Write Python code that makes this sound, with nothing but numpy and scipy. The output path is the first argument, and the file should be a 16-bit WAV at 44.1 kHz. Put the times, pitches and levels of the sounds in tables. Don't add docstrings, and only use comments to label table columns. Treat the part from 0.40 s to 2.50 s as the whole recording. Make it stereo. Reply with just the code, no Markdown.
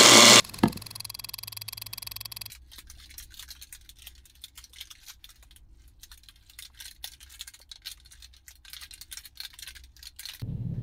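import sys
import numpy as np
from scipy import signal
from scipy.fft import rfft, irfft, next_fast_len
from scipy.io import wavfile
from scipy.ndimage import uniform_filter1d, map_coordinates

SR = 44100
rng = np.random.default_rng(int(sys.argv[2]) if len(sys.argv) > 2 else 0)


def wrap_up_sound(samples):
    columns = np.atleast_2d(samples).T
    tamed = np.clip(columns, -1, 1)
    steps = np.round(tamed * 32767).astype(np.int16)
    wavfile.write(sys.argv[1], SR, steps)


def rack_gain(trim_db):
    fader = np.asarray(trim_db, float)
    return 10 ** (fader / 20)


N = 92610

# time_s, level_db
AIR_LEVEL = [(0.0, -49), (0.16, -48), (0.37, -50.5), (0.5, -55.5), (0.7, -57.5), (1.91, -61), (2.1, -58)]
# frequency_hz, density_db
AIR_COLOUR = [(76, -13.5), (130, -9.5), (450, -22.5), (1200, -27), (2200, -27.5), (4000, -43.5)]
# frequency_hz, density_db
HISS_COLOUR = [(2500, -8), (3800, 5), (5200, 0), (8000, -6.5), (8900, -14), (11500, -7), (13300, -22),
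               (15300, -18), (16000, -50)]
# frequency_hz, correlation (no unit)
AIR_ALIKE = [(100, 0.71), (500, 0.14), (3000, 0.21), (12000, 0.56)]
# frequency_hz, density_db
RUMBLE_COLOUR = [(20, -38), (40, -8), (55, 8), (70, 10.5), (110, 14.5), (160, -31)]
# time_s, level_db
HUM_LEVEL = [(0, -58), (.07, -54), (.3, -47), (.45, -50.5), (.71, -53.5), (.75, -68), (.85, -53.5),
             (.9, -64.5), (1.08, -52.5), (1.27, -49.5), (1.32, -63.5), (1.4, -51.5), (1.54, -53.5),
             (1.59, -64), (1.67, -51), (2.1, -53.5)]
# time_s, level_db
DRONE_LEVEL = [(0.0, -51), (0.12, -61), (0.27, -42), (0.3, -48), (0.41, -60), (0.45, -65), (0.95, -58),
               (1.17, -74), (1.36, -52), (1.4, -67), (1.63, -54), (2.1, -59)]

# start_s, peak_db
FIRST_SLAM = (0.0024, -25)
# start_s, peak_db
SLAMS_FAR = [(0.046, -25), (0.093, -26.5), (0.1406, -24), (0.1854, -25), (0.2343, -23), (0.28, -24),
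             (0.3262, -24.5), (0.372, -23.5), (0.4193, -23.5), (0.4642, -22.5), (0.5085, -22),
             (0.5567, -20.5), (0.602, -20), (0.6492, -19.5), (0.6987, -20), (0.7471, -21.0), (0.7938, -20),
             (0.8434, -19.5), (0.8909, -20.5), (0.9388, -20.0), (0.9855, -21)]
# start_s, peak_db
SLAMS_NEAR = [(1.0328, -21.0), (1.0772, -20.5), (1.1248, -21), (1.17, -20.5), (1.2157, -20.5), (1.284, -19),
              (1.329, -19.5), (1.376, -21), (1.4186, -19.0), (1.4642, -20), (1.532, -19), (1.5792, -20.5),
              (1.625, -20.5), (1.6699, -19.5), (1.7151, -19), (1.7623, -19.5), (1.8086, -20.5),
              (1.8546, -20), (1.9198, -20), (1.9668, -20), (2.014, -20.0), (2.059, -20.5)]
# delay_after_slam_ms, level_db
CONTACTS = [
    (-3, -9.5),
    (-2, -13.5),
    (-3.25, -17.5),
    (1.105, -3.5),
    (1.325, -2),
    (2.5, 0.16),
    (3, -5),
    (4, -9),
    (5.5, -11),
]
# pitch_hz, level_db, t60_s, left_over_right_db, left_lead_rad
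HOUSING_MODES = [(705, -21.0, 0.026, 3.5, 3), (1064, -17, 0.032, 24, 0.7), (1688, -22.5, 0.025, -5, 2.5),
                 (2406, -15, 0.02, -3, 0.2), (2565, -6.5, 0.021, 4.5, 0.84), (3158, -17.5, 0.028, 14, 1.6),
                 (3280, -10, 0.024, 3, 0.5), (3925, -8.5, 0.012, 3, 0.2), (4205, -7.0, 0.017, 1.0, 0.47),
                 (4656, 2.0, 0.014, 12.0, -0.06), (5294, -5.5, 0.015, 2, -1.2),
                 (6176, -7.5, 0.012, 7, -2.3), (6550, -24, 0.018, -8, -1.5), (7430, -9, 0.012, 4.5, -1.5)]
# pitch_hz, level_db, t60_s, left_over_right_db, left_lead_rad
SPRING_MODES = [(8140, -11.5, 0.015, -0.5, -2.3), (8710, -5.5, 0.009, -1, -3), (9370, -5, 0.0085, 2.5, 3),
                (9620, -2, 0.011, 1, 2.5), (10100, -22, 0.0098, -3, 1.2), (10903, 1.0, 0.0065, 1.5, 0.49),
                (11460, 1, 0.0076, 1, -1.3), (12030, 0.5, 0.0087, -0.5, -1.5),
                (12800, -7.0, 0.008, 3, -3.5), (13300.0, -12.0, 0.0091, -6, -2.5),
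                (14400, -16, 0.007, -3, 8), (14900, -13.5, 0.0085, 3, 2.5), (15400, -15, 0.011, 0.0, 0.5)]
# pitch_hz, far_shift_db, midway_shift_db, far_left_over_right_db, midway_left_over_right_db
APPROACH = [(690.0, -3, -2.0, 1, -1), (1070.0, 11.5, 6, 12, 11), (1700.0, 14, 4, -5, -4),
            (2380.0, -0.5, -8.5, 1, -4.0), (2550.0, 3.5, -2.0, 1, 4), (3170.0, 2, -15, 10, 11.0),
            (3270.0, -8, -5, 8.0, 7), (3850.0, 2, -15, 7.0, 1.0), (4170.0, 3.5, 2.5, 4, -3),
            (4705.0, -1.5, 0.5, 9, 11), (5360.0, 0.5, -2.5, 2, 5.5), (6150.0, 5.5, 2.5, 7, 5.5),
            (6600.0, 16, 1, 5.0, 0), (7400.0, 3, -3, 2.0, 5), (8000.0, 1, -18, -6, -1),
            (8780.0, 6.0, -3, 0, 0.0), (9310.0, 2, -9.5, 1.5, -4), (9650.0, -1, 1, -6, 3.5),
            (10130.0, 18, 20, -1.0, 6), (10820.0, 2.5, -0.5, 3, -8), (11400.0, -12, 0, -1.0, 1.0),
            (12140.0, -0.5, -6.5, -2, 2), (12730.0, -1, -5, -6, -10), (13300.0, 3, -8.0, 2, -2),
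            (14500.0, -6, -10, -4.0, 2.0), (15000.0, 7, -4, -1.0, 1.0), (15550.0, -4.0, 0, 1.0, 3)]
STATIONS_S = [0.14, 0.63, 1.07]
# frequency_hz, gain_db
FAR_TREBLE = [(15600, 0), (15900, -30)]
# frequency_hz, gain_db
BOX_COLOUR = [(500, -29), (1000, 11), (1900, -24), (3000, -4), (5000, 6.5), (8000, 3), (13500, -3),
              (16000, -26)]

# start_s, level_db, upper_modes_db
KNOCKS = [
    (.2288, -28, -21),
    (0.2351, -16.5, 8.5),
    (0.2384, -10, -38),
    (0.2567, -23.5, 5.5),
    (0.2642, -21.5, -8),
    (0.2743, -25.5, -9),
    (.299, -30, -7.5),
    (.359, -32.5, -12),
    (.369, -48.5, 2),
]
# pitch_hz, level_db, t60_s, left_over_right_db, left_lead_rad
PANEL_MODES = [(123, -27, 0.13, -1, 0.16), (156, -11, 0.058, -2, -0.083), (188.5, -0.5, 0.074, 1, -0.14),
               (218, -3, 0.07, 5, 0.092), (252, -5.5, 0.044, -1, -0.14), (327.3, -4.5, 0.0633, 2.5, 0.9),
               (486.5, -15.5, 0.11, -7, 0.99)]
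# pitch_hz, level_db, t60_s, left_over_right_db, left_lead_rad
TRIM_MODES = [(696, -10.5, 0.061, -11.5, 3.5), (900, -5, 0.025, 14, -1.5), (1260, -6, .02, 7.5, 1.5),
              (1704, -8, 0.023, 1.5, 1.27), (2054, -11, 0.017, 2, 1), (2756, -8, 0.009, 3, 1.5),
              (3120, -4, 0.0074, 10.5, 2), (3850, -16, 0.0053, 1, 2), (4640, -22, 0.0093, -3, 4)]
# frequency_hz, gain_db
CRACK_COLOUR = [(300, -20), (900, 6), (3000, 7), (4500, -15), (7000, -35)]
# frequency_hz, limit_db
GATE_LIMIT = [(1500, -125), (3000, -101), (5000, -96), (7500, -93), (9000, -89), (12000, -92), (14000, -88),
              (17000, -84)]

HUM_START_HZ, HUM_HZ, HUM_RISE_S = 90.9, 108.1, 0.4
DRONE_HZ, DRONE_DB, RUMBLE_DB = 56.3, -2, -60.5
PITCH_WANDER = 0.0203
HISS_DB, HISS_GROWS = -5.5, 1.74
SCATTER_US, SCATTER_DB = 18, 1.6
RING_DB, RISE_MS = -10, 0.25
SPRING_DB, SPRING_PAN_DB = 2.5, -3
ONE_PATH_HZ, LEFT_LAG_MS, LEFT_TURN_RAD = 7600, 0.237, -2.3
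BOX_DB, BOX_T60_S, LATE_DB, LATE_T60_S = -2.5, 0.026, -16.5, 0.067
PUSH_MS = 1.13
PANEL_FROM_HZ = 125
CRACK_DB, CRACK_T60_S = 8.5, 0.016
CABIN_DB, CABIN_T60_S = -15.5, 0.24
WHINE_HZ, WHINE_DB, WHINE_FROM_S, WHINE_PAN_DB = 3347, -68, 0.42, 7
GATE_SWAY_DB, TOP_HZ = 4, 16600


def unit(x):
    return x / np.sqrt(np.mean(x ** 2) + 1e-20)


def along(points, hz):
    f, v = np.transpose(points)
    return np.interp(np.log(hz + 1), np.log(f + 1), v)


def curve(rows):
    return np.interp(np.arange(N) / SR, *np.transpose(rows))


def wobble(rate):
    knots = rng.standard_normal(int(N * rate / SR) + 4)
    return map_coordinates(knots, [np.arange(N) * rate / SR])


def filtered(x, response):
    m = next_fast_len(x.shape[-1] + 8192)
    spectrum = rfft(x, m) * response(np.fft.rfftfreq(m, 1 / SR))
    return irfft(spectrum, m)[..., :x.shape[-1]]


def rush(spectrum, alike):
    def mid_side(hz):
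        turn = np.arccos(np.clip(along(alike, hz), -1, 1)) / 2
        return rack_gain(along(spectrum, hz)) * [np.cos(turn), np.sin(turn)]
    mid, side = filtered(rng.standard_normal((2, N)), mid_side)
    return unit(np.array([mid + side, mid - side]))


def wandering_tone(hz):
    pitch = hz * (1 + PITCH_WANDER * wobble(8))
    return np.sqrt(2) * np.sin(2 * np.pi * np.cumsum(pitch) / SR)


def ringing(modes):
    t = np.arange(SR // 3) / SR
    side = np.array([[.5], [-.5]])
    rise = 1 - np.exp(-t * 1000 / RISE_MS)
    total = 0
    for hz, db, t60, pan, lead in modes:
        decay = rack_gain(db + side * pan - 60 * t / t60)
        total = total + decay * np.sin(2 * np.pi * hz * t + side * lead)
    return rise * total


def struck(blows, answer):
    return signal.fftconvolve(blows[None], answer, axes=1)[:, :N]


def dying(t60):
    t = np.arange(SR // 3) / SR
    tail = rng.standard_normal((2, SR // 3)) * rack_gain(-60 * t / t60)
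    return tail / np.linalg.norm(tail[0])


def air():
    air_db = curve(AIR_LEVEL)
    body = rack_gain(air_db + 2.9 * wobble(12.29)) * rush(AIR_COLOUR, AIR_ALIKE)
    hiss_db = air_db[0] + HISS_DB + HISS_GROWS * (air_db - air_db[0])
    hiss = rack_gain(hiss_db + 3.5 * wobble(40.0)) * rush(HISS_COLOUR, AIR_ALIKE)
    return body + hiss


def rumble():
    return rack_gain(RUMBLE_DB + 1.14 * wobble(5.1)) * rush(RUMBLE_COLOUR, [(50, 0.77)])


def hum():
    t = np.arange(N) / SR
    hz = np.where(t < HUM_RISE_S, HUM_START_HZ, HUM_HZ)
    return rack_gain(curve(HUM_LEVEL) + 0.97 * wobble(24.26)) * wandering_tone(hz)


def drone():
    return rack_gain(DRONE_DB + curve(DRONE_LEVEL) + 1.2 * wobble(6.9)) * wandering_tone(DRONE_HZ)


def box():
    right, left = dying(BOX_T60_S) + rack_gain(LATE_DB) * dying(LATE_T60_S)

    def late(hz):
        phase = LEFT_TURN_RAD - 2 * np.pi * hz * LEFT_LAG_MS / 1000
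        return (hz > ONE_PATH_HZ) * np.exp(1j * phase)
    left = filtered(left, lambda hz: hz <= ONE_PATH_HZ) + filtered(right, late)
    return filtered(np.array([left, right]), lambda hz: rack_gain(BOX_DB + along(BOX_COLOUR, hz)))


def relay():
    s, db = np.transpose([FIRST_SLAM, *SLAMS_FAR, *SLAMS_NEAR])
    ms, step_db = np.transpose(CONTACTS)
    chance = rng.standard_normal((len(s), len(ms), 2))
    at = (s[:, None] + ms / 1000 + chance[..., 0] * SCATTER_US / 1e6) * SR
    size = rack_gain(db[:, None] + step_db + SCATTER_DB * chance[..., 1]) * (at >= 0)
    blows = np.bincount(np.clip(at, 0, N - 1).astype(int).ravel(), size.ravel(), N)

    hz, near_db, t60, near_pan, lead = np.transpose([*HOUSING_MODES, *SPRING_MODES])
    spring = hz > ONE_PATH_HZ
    _, far_db, midway_db, far_pan, midway_pan = np.transpose(APPROACH)
    answers = []
    for shift_db, pan in [(far_db, far_pan), (midway_db, midway_pan), (0, near_pan)]:
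        mode_db = near_db + shift_db + SPRING_DB * spring
        modes = zip(hz, mode_db, t60, pan + SPRING_PAN_DB * spring, lead)
        answers.append(rack_gain(RING_DB) * ringing(modes) + box())
    answers[0] = filtered(answers[0], lambda f: rack_gain(along(FAR_TREBLE, f)))

    shares = [np.interp(np.arange(N) / SR, STATIONS_S, row) for row in np.eye(len(answers))]
    return sum(struck(blows * share, answer) for share, answer in zip(shares, answers))


def knock():
    s, db, sharp_db = np.transpose(KNOCKS)
    at = (s * SR).astype(int)
    offset_ms = np.arange(-200, 200) / SR * 1000
    push = np.exp(-.5 * (4 * offset_ms / PUSH_MS) ** 2)
    soft = np.convolve(np.bincount(at, rack_gain(db), N), push / push.sum(), "same")
    sharp = np.bincount(at, rack_gain(db + sharp_db), N)
    crack = filtered(dying(CRACK_T60_S), lambda hz: rack_gain(CRACK_DB + along(CRACK_COLOUR, hz)))
    both = struck(soft, ringing(PANEL_MODES)) + struck(sharp, ringing(TRIM_MODES) + crack)
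    both = both + rack_gain(CABIN_DB) * struck(both.mean(0), dying(CABIN_T60_S)[:1])
    return signal.sosfilt(signal.butter(3, PANEL_FROM_HZ, "high", fs=SR, output="sos"), both)


def whine():
    t = np.arange(N) / SR
    fade_in = np.clip((t - WHINE_FROM_S) / 0.059, 0, 1)
    tone = np.sin(2 * np.pi * WHINE_HZ * t + 0.6 * wobble(31.2))
    return rack_gain(WHINE_DB + 1.4 * wobble(15.3)) * fade_in * tone * rack_gain([[WHINE_PAN_DB], [-WHINE_PAN_DB]])


def scene():
    return air() + rumble() + hum() + drone() + relay() + knock() + whine()


def gated(x):
    hz, t, z = signal.stft(x, SR, nperseg=256)
    power = (abs(z[:, :-1]) ** 2).mean(0).reshape(32, 4, -1).mean(1)
    sway = rng.standard_normal((32, len(t) // 5 + 1))
    sway_db = GATE_SWAY_DB * np.repeat(sway, 5, axis=1)[:, :len(t)]
    level = np.repeat(uniform_filter1d(power, size=3, axis=1) * rack_gain(2 * sway_db), 4, axis=0)
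    is_open = level > rack_gain(along(GATE_LIMIT, hz[:-1]))[:, None] ** 2
    z = z * np.vstack([is_open, 0 * level[:1]])
    return signal.istft(z, SR, nperseg=256)[1][:, :N]


def roll_off(x):
    return signal.sosfilt(signal.butter(12, 17010, fs=SR, output="sos"), x)


def record(dry):
    quiet = gated(filtered(dry, lambda hz: hz < TOP_HZ))
    return roll_off(quiet)


dry = scene()
out = record(dry)
wrap_up_sound(out)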